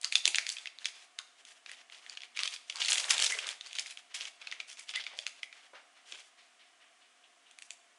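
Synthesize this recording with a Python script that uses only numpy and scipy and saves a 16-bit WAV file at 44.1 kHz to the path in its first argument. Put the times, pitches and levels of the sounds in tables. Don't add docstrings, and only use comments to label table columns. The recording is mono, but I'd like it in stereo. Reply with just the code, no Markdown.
import sys
import numpy as np
from scipy import signal
from scipy.fft import rfft, irfft, next_fast_len
from scipy.io import wavfile

SR = 44100
rng = np.random.default_rng(int(sys.argv[2]) if len(sys.argv) > 2 else 0)


def inscribe(sig):
    pcm = np.round(np.clip(np.atleast_2d(sig).T, -1, 1) * 32767)
    wavfile.write(sys.argv[1], SR, pcm.astype(np.int16))


N = 351918

PORT_GAP_S = 6.5e-5
LEFT_LEAD_S = 3.2e-5

SNAP_PAN_DB, SNAP_SCATTER_DB = 0.2, 2

# start in seconds, energy over 1 ms in dB, pitch in Hz,
# treble crack against body in dB, ring time in ms (limited when the facet sounds).
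SNAPS = [(0.014, -37, 4600, 6, 0.87), (.032, -35.5, 3660, 2.5, 0.55), (0.0453, -19, 4640, -8.5, 0.83),
         (0.087, -51, 4930, 3, .9), (0.124, -20.5, 2503, -10, 0.88), (0.1548, -9.5, 3550, -12.5, 1.5),
         (0.2551, -11, 3900, -10, 0.2), (.2771, -14, 2840, 0, 2), (0.3461, -18, 2490, -24, .7),
         (0.357, -17.5, 3180, -0.5, 2), (0.3845, -16, 2565, -31, 0.22), (0.4668, -25.5, 2970, -13, 0.49),
         (.491, -21, 3740, 2.5, 0.74), (0.5005, -25.5, 4520, -17, 0.88), (0.5675, -31, 2730, -17, 2.4),
         (0.5843, -34, 3500, -23, 2.9), (.6574, -30.5, 2110, -22, 1.3), (0.6717, -28.5, 2820, -31, 2.9),
         (.7867, -37, 3840, -16, 0.61), (0.8456, -32, 3730, -17, .5), (0.8564, -20, 3300, -11, 0.95),
         (1.1885, -26, 3240, -8, 1.1), (1.4511, -42, 3413, -3, 2), (1.6615, -35.5, 2600, -29, 1.27),
         (1.6947, -37.5, 1920, -10.5, 3.3), (1.7154, -36.5, 1930, -6, 0.86), (1.899, -44, 2220, -30, 1),
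         (1.923, -41.5, 3080, -19, 0.93), (2.064, -40.5, 1900, -22.5, 0.49), (2.0966, -33, 4660, -6.5, 1.5),
         (2.152, -44, 3570, -19, 0.89), (2.1727, -30.5, 2720, -33, 2), (2.2056, -39.5, 2650, -21, 1),
         (2.219, -37, 3430, -35, 2), (2.2344, -36, 2336, -24.5, 1.2), (2.365, -39, 3230, -5, 1.9),
         (2.3724, -26, 2360, -15, 2), (2.391, -22.5, 2760, -16.5, 1.2), (2.434, -20.5, 3970, -7, 0.23),
         (2.4758, -22.5, 3370, -9, 2.2), (2.5625, -35, 3350, -14, 1.1), (2.6985, -24.5, 3120, -12.5, 2.2),
         (2.724, -37.5, 3320, -16, 1.26), (2.758, -30.5, 4655, -6, 0.67), (2.7704, -36.5, 4630, -7, 1.3),
         (2.8171, -38, 3190, -12, 2.5), (2.825, -28.5, 2800, -15, 0.41), (2.8377, -29, 3060, -6, 1.7),
         (2.848, -23, 4280, -8, 3.8), (2.8587, -23.5, 3450, -1, 2), (2.883, -20, 3030, -8.5, 2.8),
         (2.89, -24, 4140, -12, 1.2), (2.92, -16, 3270, -15.5, 1.6), (2.9302, -17.5, 4140, 11, 1.3),
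         (2.9436, -26, 3150, -7, 1.4), (2.973, -26.5, 2620, -5, 3.1), (2.9806, -20, 3260, -20, 2.1),
         (2.9985, -25.5, 4800, -5, 2.5), (3.0427, -27, 3830, -13, 0.64), (3.1068, -14.5, 2330, -2.5, 3.7),
         (3.1802, -20.5, 3710, -3.5, 1.2), (3.1921, -20.5, 2710, -10, 2.9), (3.2, -24.5, 3845, -4, 0.93),
         (3.2231, -15.5, 3300, -2, 1.3), (3.2402, -23, 5600, -10, .7), (3.26, -25, 5330, -12, 1.2),
         (3.265, -20, 3800, -12, 1.1), (3.3222, -24, 2100, 2, 1.6), (3.388, -22.5, 2690, -11.5, 2.9),
         (3.469, -29, 3834, -1.5, 1.7), (3.4895, -24.5, 3300, -6, 1.18), (3.6101, -31, 3735, -16, 1.9),
         (3.6622, -39.5, 4300, -2.5, 0.86), (3.6693, -39.5, 4700, -6, 2.2),
         (3.7107, -41.5, 2600, -21.5, 1.5), (3.7301, -33.5, 3070, -4, 1.1), (3.753, -32, 3920, -6, 1.2),
         (3.7858, -23, 3020, -10, 3.1), (3.7947, -23, 5090, -3.5, 2.7), (3.8606, -35, 2100, -10, 2.7),
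         (3.868, -37, 4190, 1, 2), (3.9007, -39.5, 2700, -14, 1.15), (3.908, -35, 2900, 3, 2.8),
         (3.973, -34, 2726, -13, 1.4), (4.2088, -31.5, 2780, -29, 0.94), (4.2163, -35.5, 4380, -14.5, 2.8),
         (4.2532, -33, 2620, -30, 2.7), (4.417, -38, 2570, -17, 2), (4.4244, -42.5, 2234, -22, 2.05),
         (4.4718, -30, 2556, -21, 3.1), (4.5143, -32, 3600, -16, 1.2), (4.524, -29, 2050, -15.5, 2.2),
         (4.6017, -27, 2400, -32, 3.4), (4.772, -44, 2380, -7.5, 0.51), (4.795, -36, 2220, 2, 2.9),
         (4.8921, -30.5, 3410, -14, 2.5), (4.938, -32, 2770, -34, 2.3), (4.9587, -24, 3530, -7.5, 1.7),
         (5.011, -48, 2270, -21, 2.2), (5.039, -36, 3500, -26, 3.2), (5.046, -44, 3220, -14, 1.5),
         (5.0659, -28, 2290, -40, 3.4), (5.189, -25.5, 3460, -17, 1.1), (5.2663, -22.5, 2650, -7, 0.73),
         (5.4312, -26.5, 2070, -20, 1.7), (5.527, -38.5, 2320, -23, 2.4), (6.1223, -33, 3100, -41, 2.6),
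         (7.511, -47.5, 3100, 0, 1.9), (7.5872, -39, 2380, -1.5, 0.79), (7.6221, -36.5, 2640, -2, 1.5),
         (7.7061, -31, 2580, 1, 0.67)]


def snaps(rows, gain_db=0):
    out = np.zeros((2, N + SR))
    for s, db, hz, treble_db, ring_ms in rows:
        sound = facet(hz, treble_db, ring_ms)
        pan_db = SNAP_PAN_DB + SNAP_SCATTER_DB * rng.standard_normal()
        gain = undb(db + gain_db + np.array([[pan_db], [-pan_db]]) / 2)
        start = int(s * SR)
        out[:, start:start + sound.shape[1]] += sound * gain
    return out[:, :N]


EVEN_HZ, UPPER_DB_PER_OCTAVE = 2730, 23.5
UPPER_LEAST_DB, UPPER_MOST_DB = -4.5, 11
MODE_RATIO = 1.62
UPPER_MODE_HZ, LOWER_MODE_HZ = 3180, 2562


def facet(hz, treble_db, ring_ms):
    upper_db = UPPER_DB_PER_OCTAVE * np.log2(hz / EVEN_HZ)
    upper_db = np.clip(upper_db, UPPER_LEAST_DB, UPPER_MOST_DB)
    if hz < LOWER_MODE_HZ:
        modes = (hz, hz * MODE_RATIO)
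    else:
        modes = (LOWER_MODE_HZ, max(hz, UPPER_MODE_HZ))
    return snap(*modes, upper_db, treble_db, np.clip(ring_ms, .3, 2.5))


# frequency in Hz, spectral density in dB per Hz.
FILM = [(40, -59), (150, -31.5), (300, -41), (500, -21.5), (1000, -16), (1350, -7), (1800, -4.5),
        (3300, 3.5), (5000, 2.5), (8000, -3.5), (10500, -12), (12000, -31)]


def snap(lower_hz, upper_hz, upper_db, treble_db, ring_ms, tone_db=-1, hump_db=7, hump_octaves=0.2,
         crack_share=1.0, first_slip=4, disperse_s=.0005, size=2048):
    f = bins(size)
    ms = np.arange(size) * 1000 / SR
    slips = rng.standard_normal((2, size)) * np.exp(-ms / (crack_share * ring_ms))
    slips[0, 0] = first_slip
    crack = ports(slips, 4e-5, LEFT_LEAD_S) * causal(shape_db(FILM, f))
    over_lower, over_upper = above(f, 2755), above(f, 6870)
    radiated = crossover(above(f, 1557))
    lower_mode = (lower_hz, 0, 1 - over_lower)
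    upper_mode = (upper_hz, upper_db, over_lower * (1 - over_upper))
    body = 0
    for hz, db, share in (lower_mode, upper_mode):
        hump = hump_db * np.exp(-.5 * (np.log2(f / hz) / hump_octaves) ** 2)
        rough = unit(irfft(crack * causal(hump) * crossover(share)))
        ring = np.sin(2 * np.pi * hz * ms / 1000) * np.exp(-ms / ring_ms)
        ring = unit(irfft(rfft(ring) * radiated))
        body = body + undb(db) * unit(rough + undb(tone_db) * ring)
    smear = np.exp(1j * np.pi * disperse_s * (f - 12000) ** 2 / 6000)
    treble = unit(irfft(crack * crossover(over_upper) * smear))
    sound = (unit(body) + undb(treble_db) * treble)[:, :size // 2]
    return unit(sound) * np.sqrt(SR / 1000)


TICKS_PER_S, TICK_DB, TICK_SPREAD_DB, TICK_TREBLE_DB, TICK_RING_MS = 45, 6.5, 3, -10, 1.3


def ticks(level_db, firm_db=-57, low_hz=2200, high_hz=4600, count=400):
    rows = []
    chosen = TICKS_PER_S * N / SR / count
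    for when, chance, strength, pitch in rng.random((count, 4)):
        work_db = level_db[int(when * N)]
        if chance < chosen and work_db > firm_db:
            db = work_db + TICK_DB + TICK_SPREAD_DB * (2 * strength - 1)
            hz = low_hz * (high_hz / low_hz) ** pitch
            rows.append((when * N / SR, db, hz, TICK_TREBLE_DB, TICK_RING_MS))
    return rows


# frequency in Hz, level in dB.
RUSTLE = [(40, -59), (200, -38), (300, -24), (450, -15.5), (700, -16), (1400, -8.5), (2200, 8),
          (3100, 15.5), (4200, 7.5), (6500, 3), (9000, -1), (11200, -7)]


def crinkle(level_db, treble_db, bass_db, gain_db=0, rub_db=-9, firm_db=-52, pan_db=2.0, fits_db=4.5):
    size = len(level_db)
    f = bins(size)
    noise = rng.standard_normal((2, size))
    rub = irfft(ports(noise, 5e-5, LEFT_LEAD_S) * np.sqrt(above(f, 200)))
    popping = 1 / (1 + undb(2 * (firm_db - level_db)))
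    film = popping * unit(creases(size)) + undb(rub_db) * unit(rub)
    film = film / np.hypot(popping, undb(rub_db))
    film = rfft(film) * undb(shape_db(RUSTLE, f))
    high, low = above(f, 5700), 1 - above(f, 1508)
    shares = (low, (1 - low) * (1 - high), high)
    bass, body, treble = (steady(irfft(film * np.sqrt(share))) for share in shares)
    level_db = level_db + fits_db * popping * (np.minimum(waver(90, size), 1.5) - .2)
    sound = body + undb(treble_db) * treble + undb(bass_db) * bass
    sound = sound / np.sqrt(1 + undb(treble_db) ** 2)
    gain = undb(level_db + gain_db + np.array([[pan_db], [-pan_db]]) / 2)
    return (sound * gain)[:, :N]


def creases(size, ring_ms=0.26, ring_octaves=0.99, scatter_hz=7000, count=160):
    pops = int(2200 * size / SR)
    when, pitch, ring, strength, turn, facing = rng.random((pops, 6)).T[:, :, None]
    ms = np.arange(count) * 1000 / SR
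    hz = 900 + 9800 * pitch ** 1.3
    fall_ms = ring_ms * 2 ** (ring_octaves * (4 * ring - 2))
    gain = undb(4 * np.minimum(-np.log(strength), 3)) / np.sqrt(fall_ms)
    at = (when * (size - count)).astype(int) + np.arange(count)
    fading = gain * np.exp(-ms / fall_ms)
    flip = np.pi * (turn > .5)
    out = []
    for side in (1, -1):
        direction = port_phase(hz, LEFT_LEAD_S) / 2 + (2 * facing - 1) * hz / scatter_hz
        grains = fading * np.sin(2 * np.pi * hz * ms / 1000 + side * direction + flip)
        out.append(np.bincount(at.ravel(), grains.ravel(), size))
    return irfft(rfft(np.array(out)) * np.sqrt(above(bins(size), 230)))


SETTLE_DB, SETTLE_TREBLE_DB, SETTLE_BASS_DB = -25, -2, -13.5
BUILD_S, SETTLE_S = 0.0036, 0.017
GRIP_ATTACK_S, GRIP_RELEASE_S = 0.025, 0.0098
GRIP_BASS_DB, LIGHT_GRIP_DB, BASS_DB_PER_DB = -13, -47.5, -0.71
IDLE_DB, IDLE_TREBLE_DB, IDLE_BASS_DB = -69.5, -0.5, 1.5

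# start in seconds, length before release in seconds,
# level in dB, treble against body in dB.
GRIPS = [(.01, 0.074, -51.5, 2), (0.104, 0.028, -41, 6), (0.151, 0.027, -34, 13), (0.24, 0.016, -34.5, 0.5),
         (0.36, 0.068, -57, -2), (0.461, 0.081, -48, 22.5), (0.536, 0.11, -57.5, 1), (0.79, 0.041, -56, -1),
         (0.836, 0.053, -45.5, -0.5), (0.929, 0.12, -59.5, 1.5), (1.366, 0.045, -60.5, 0),
         (1.451, 0.071, -56, 4), (1.54, 0.037, -62, 0.5), (1.659, 0.087, -55.5, -4),
         (1.751, 0.065, -58, -5.5), (1.902, 0.091, -57, -3), (2.001, 0.1, -61, -2),
         (2.095, 0.043, -52.5, -5), (2.212, 0.042, -57, -8), (2.343, 0.065, -45.5, -6),
         (2.392, 0.067, -43, -7), (2.499, 0.048, -46, 1), (2.666, 0.019, -55, 3), (3.613, .12, -56, -2),
         (3.732, 0.1, -49.5, -3.5), (3.84, 0.083, -52.5, -1), (3.966, 0.032, -57, -2),
         (4.09, 0.032, -58, -12.5), (4.131, 0.15, -49.5, -3.5), (4.39, 0.16, -57, -11),
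         (4.54, 0.087, -61.5, -8), (4.668, 0.061, -50, 2.5), (4.764, 0.067, -50.5, 2),
         (4.866, 0.047, -48, -3.5), (4.927, 0.085, -44.5, -28.5), (5.047, .11, -57, -16),
         (5.155, 0.082, -52.5, 2), (5.248, 0.025, -49, -6), (5.351, 0.045, -61, -3),
         (5.526, 0.081, -60.5, -7), (5.612, 0.056, -61.5, -5), (6.047, 0.16, -57.5, 1),
         (6.105, 0.05, -51.5, -10), (6.171, 0.044, -58, -7), (6.215, 0.066, -63.5, 7),
         (7.457, 0.055, -72.5, -3), (7.6, 0.065, -62, 14), (7.703, 0.028, -57.5, 12)]
# time in seconds, level in dB,
# treble against body in dB, bass against body in dB.
PEEL = [(2.732, -58.5, 12, 5), (2.819, -37.5, -8.5, -16.5), (2.915, -34, 8.5, -12), (2.95, -36, 9.5, -8.5),
        (3.085, -47, 5, 3), (3.108, -20.5, 0.5, -27), (3.164, -46.5, -2, -3), (3.235, -31.5, 5, -15),
        (3.33, -43.5, 7, -1.5), (3.375, -48, 2, -1.5), (3.409, -45.5, -1, -4.5), (3.455, -50.5, -7, -2.5),
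        (3.495, -40, 5.5, -6.5), (3.58, -70, -8, -5)]


def handling(size):
    t = np.arange(size) / SR

    def powers(db, treble_db, bass_db):
        body = undb(db) ** 2 / (1 + undb(treble_db) ** 2)
        bands = [body, body * undb(treble_db) ** 2, body * undb(bass_db) ** 2]
        return np.array(bands).reshape(3, -1)

    s, db, treble_db, bass_db = np.transpose(PEEL)
    pulling = (t > s[0]) * (t < s[-1])
    power = powers(np.interp(t, s, db), np.interp(t, s, treble_db), np.interp(t, s, bass_db)) * pulling
    power += powers(IDLE_DB, IDLE_TREBLE_DB, IDLE_BASS_DB)
    for s, length_s, db, treble_db in GRIPS:
        start = int(s * SR)
        age = t[:min(SR // 2, size - start)]
        release = np.exp(-np.maximum(age - length_s, 0) / GRIP_RELEASE_S)
        swell = np.minimum(age / GRIP_ATTACK_S, 1) * release
        bass_db = GRIP_BASS_DB + BASS_DB_PER_DB * (db - LIGHT_GRIP_DB)
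        power[:, start:start + len(age)] += powers(db, treble_db, bass_db) * swell ** 2
    for s, db, *_ in SNAPS:
        near = slice(max(int(s * SR) - SR // 20, 0), int(s * SR) + SR // 4)
        age = t[near] - s
        stir = np.exp(np.minimum(age / BUILD_S, -age / SETTLE_S))
        power[:, near] += powers(db + SETTLE_DB, SETTLE_TREBLE_DB, SETTLE_BASS_DB) * stir ** 2
    body, treble, bass = power
    return 10 * np.log10([body + treble, treble / body, bass / body])


RISE_SHARE = 0.24

# start in seconds,
# level before the swell in dB, fall time in seconds, centre in Hz, width in octaves.
BURSTS = [(.05, -54, 0.018, 1228, .13), (.253, -41, 0.0039, 850, 0.45), (.276, -52.5, 0.014, 350, 0.16),
          (.277, -43.5, 0.0047, 955, 0.16), (1.195, -52, 0.015, 1260, 0.18),
          (2.387, -50.5, 0.056, 1180, 0.16), (2.75, -49, 0.029, 1139, 0.26), (2.87, -55.5, 0.23, 875, .45),
          (3.1, -30, 0.028, 3703, 0.9), (3.2, -57, 0.1, 503, 0.14), (3.319, -29.5, 0.015, 2075, 0.049),
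          (3.35, -50.5, 0.015, 488, 0.18), (4.142, -34, 0.017, 4730, 0.7), (4.956, -34, 0.022, 2053, 0.059),
          (5.135, -50.5, 0.0066, 752, 0.38), (5.185, -52, 0.0077, 580, 0.15),
          (5.733, -51, 0.011, 1035, 0.88), (5.744, -50, 0.04, 2100, 0.66), (5.953, -60, 0.053, 2700, 0.71),
          (6.121, -62, 0.018, 416, 0.91), (6.372, -59.5, 0.076, 3180, 0.61),
          (6.591, -59.5, 0.06, 3000, 0.39), (6.801, -62, 0.064, 2500, 0.46),
          (7.011, -63, 0.041, 3090, 0.33), (7.235, -60, 0.027, 3000, 0.21),
          (7.455, -62.5, 0.053, 3040, 0.19)]


def bursts(grain_db=4, size=16384):
    out, t, f = np.zeros((2, N + size)), np.arange(size) / SR, bins(size)
    for s, db, fall_s, hz, octaves in BURSTS:
        rise_s = RISE_SHARE * fall_s
        noise = rng.standard_normal((2, size)) * undb(grain_db * (2 * rng.random(size) - 1))
        band = np.exp(-(np.log2(f / hz) / octaves / 2) ** 2) * np.sqrt(above(f, 240) / f)
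        swell = np.minimum(t / rise_s, 1) ** .5 * np.exp(-np.maximum(t - rise_s, 0) / fall_s)
        banded = steady(irfft(ports(noise, 4.5e-5, LEFT_LEAD_S) * band))
        start = int(s * SR)
        out[:, start:start + size] += undb(db) * swell * banded
    return out[:, :N]


# frequency in Hz, gain in dB.
ROOM_COLOUR = [(100, -30.5), (700, 9.5), (1200, -0.5), (2000, -1.5), (3000, -2), (6000, 1), (11000, 2)]
# frequency in Hz, width in Hz, level in dB.
LINGER = [(1230, 7.9, 15), (2140, 56, 4), (3250, 190, -7), (3440, 170, 3.5)]


def room(x, t60_s=0.61, treble_t60_s=0.45, tail_db=-11, table_db=-13, wall_db=-18, smear_s=0.0085,
         size=32768):
    t, f = np.arange(size) / SR, bins(size)

    def scatter(start_s, fall_s):
        fading = (t > start_s) * np.exp(-np.maximum(t - start_s, 0) / fall_s)
        noise = rng.standard_normal((2, size)) * fading
        return rfft(unit(irfft(ports(noise, PORT_GAP_S))))

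    high = above(f, 5000)
    first_s = .005
    tail = np.sqrt(1 - high) * scatter(first_s, t60_s / np.log(1000))
    tail = tail + np.sqrt(high) * scatter(first_s, treble_t60_s / np.log(1000))
    table = undb(table_db) * scatter(0.0063, smear_s)
    wall = undb(wall_db) * scatter(0.026, smear_s / 2)
    echoes = undb(tail_db) * tail + table + wall
    resonances = 1 + sum((undb(db) - 1) / (1 + 2j * (f - hz) / width_hz) for hz, width_hz, db in LINGER)
    response = irfft(echoes * resonances * undb(shape_db(ROOM_COLOUR, f)))
    return signal.fftconvolve(x, response, axes=1)[:, :N]


AIR_DB = -69.5
# frequency in Hz, relative level in dB.
AIR = [(25, -62.5), (90, -18), (175, -25), (250, -2), (450, -9), (580, -7.5), (705, 10.5), (860, -14),
       (1100, 2), (1900, -17.5), (2600, -20.5), (4500, -13.5), (8400, -5.5), (11200, -14)]
# frequency in Hz, width in Hz, level in dB before it wavers.
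FAN = [(716, 61, -85), (2940, 25, -80.5), (8240, 56, -90)]


def air(waver_db=1.5):
    f = bins(N)
    hiss, whine = (ports(rng.standard_normal((2, N)), PORT_GAP_S) for _ in range(2))
    out = undb(AIR_DB) * steady(irfft(hiss * undb(shape_db(AIR, f))))
    for hz, width_hz, db in FAN:
        tone = steady(irfft(whine / (1 + (2 * (f - hz) / width_hz) ** 2)))
        out = out + undb(db + waver_db * waver(30, N)) * tone
    return out


def ports(pair, gap_s, lead_s=0):
    f = bins(pair.shape[-1])
    alike = np.interp(f, [1000, 2000], [.82, .98]) * np.sinc(2 * f * gap_s)
    mid, side = rfft(pair) * np.sqrt([1 + alike, 1 - alike])
    return np.array([mid + side, (mid - side) * np.exp(-1j * port_phase(f, lead_s))])


def port_phase(f, lead_s, corner_hz=2500):
    return 2 * np.pi * f * lead_s * f ** 2 / (f ** 2 + corner_hz ** 2)


def waver(per_s, size):
    steps = rng.standard_normal(2048)
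    return 1.2 * np.interp(np.arange(size) / SR * per_s, np.arange(len(steps)), steps)


def above(f, hz):
    return 1 / (1 + (hz / f) ** 12)


def crossover(share):
    return causal(10 * np.log10(share + 1e-5))


def causal(db):
    cepstrum = irfft(np.log(undb(db)))
    half = len(cepstrum) // 2
    cepstrum[1:half] *= 2
    cepstrum[half + 1:] = 0
    return np.exp(rfft(cepstrum))


def shape_db(points, f):
    hz, db = np.transpose(points)
    return np.interp(np.log(f), np.log(hz), db)


def bins(size):
    return np.maximum(np.arange(size // 2 + 1) * SR / size, 1)


def undb(db):
    return 10 ** (np.asarray(db) / 20)


def unit(x):
    return x / np.sqrt(np.mean(x ** 2) * x.shape[-1] + 1e-30)


def steady(x):
    return x / np.sqrt(np.mean(x ** 2))


def scene():
    level_db, treble_db, bass_db = handling(next_fast_len(N // 2) * 2)
    quiet = air()
    wrapper = snaps(SNAPS) + crinkle(level_db, treble_db, bass_db) + bursts() + snaps(ticks(level_db))
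    return wrapper + room(wrapper) + quiet


TOP_HZ = 11100


def record(dry):
    return signal.sosfilt(signal.ellip(10, .2, 70, TOP_HZ, fs=SR, output="sos"), dry)


dry = scene()
out = record(dry)
inscribe(out)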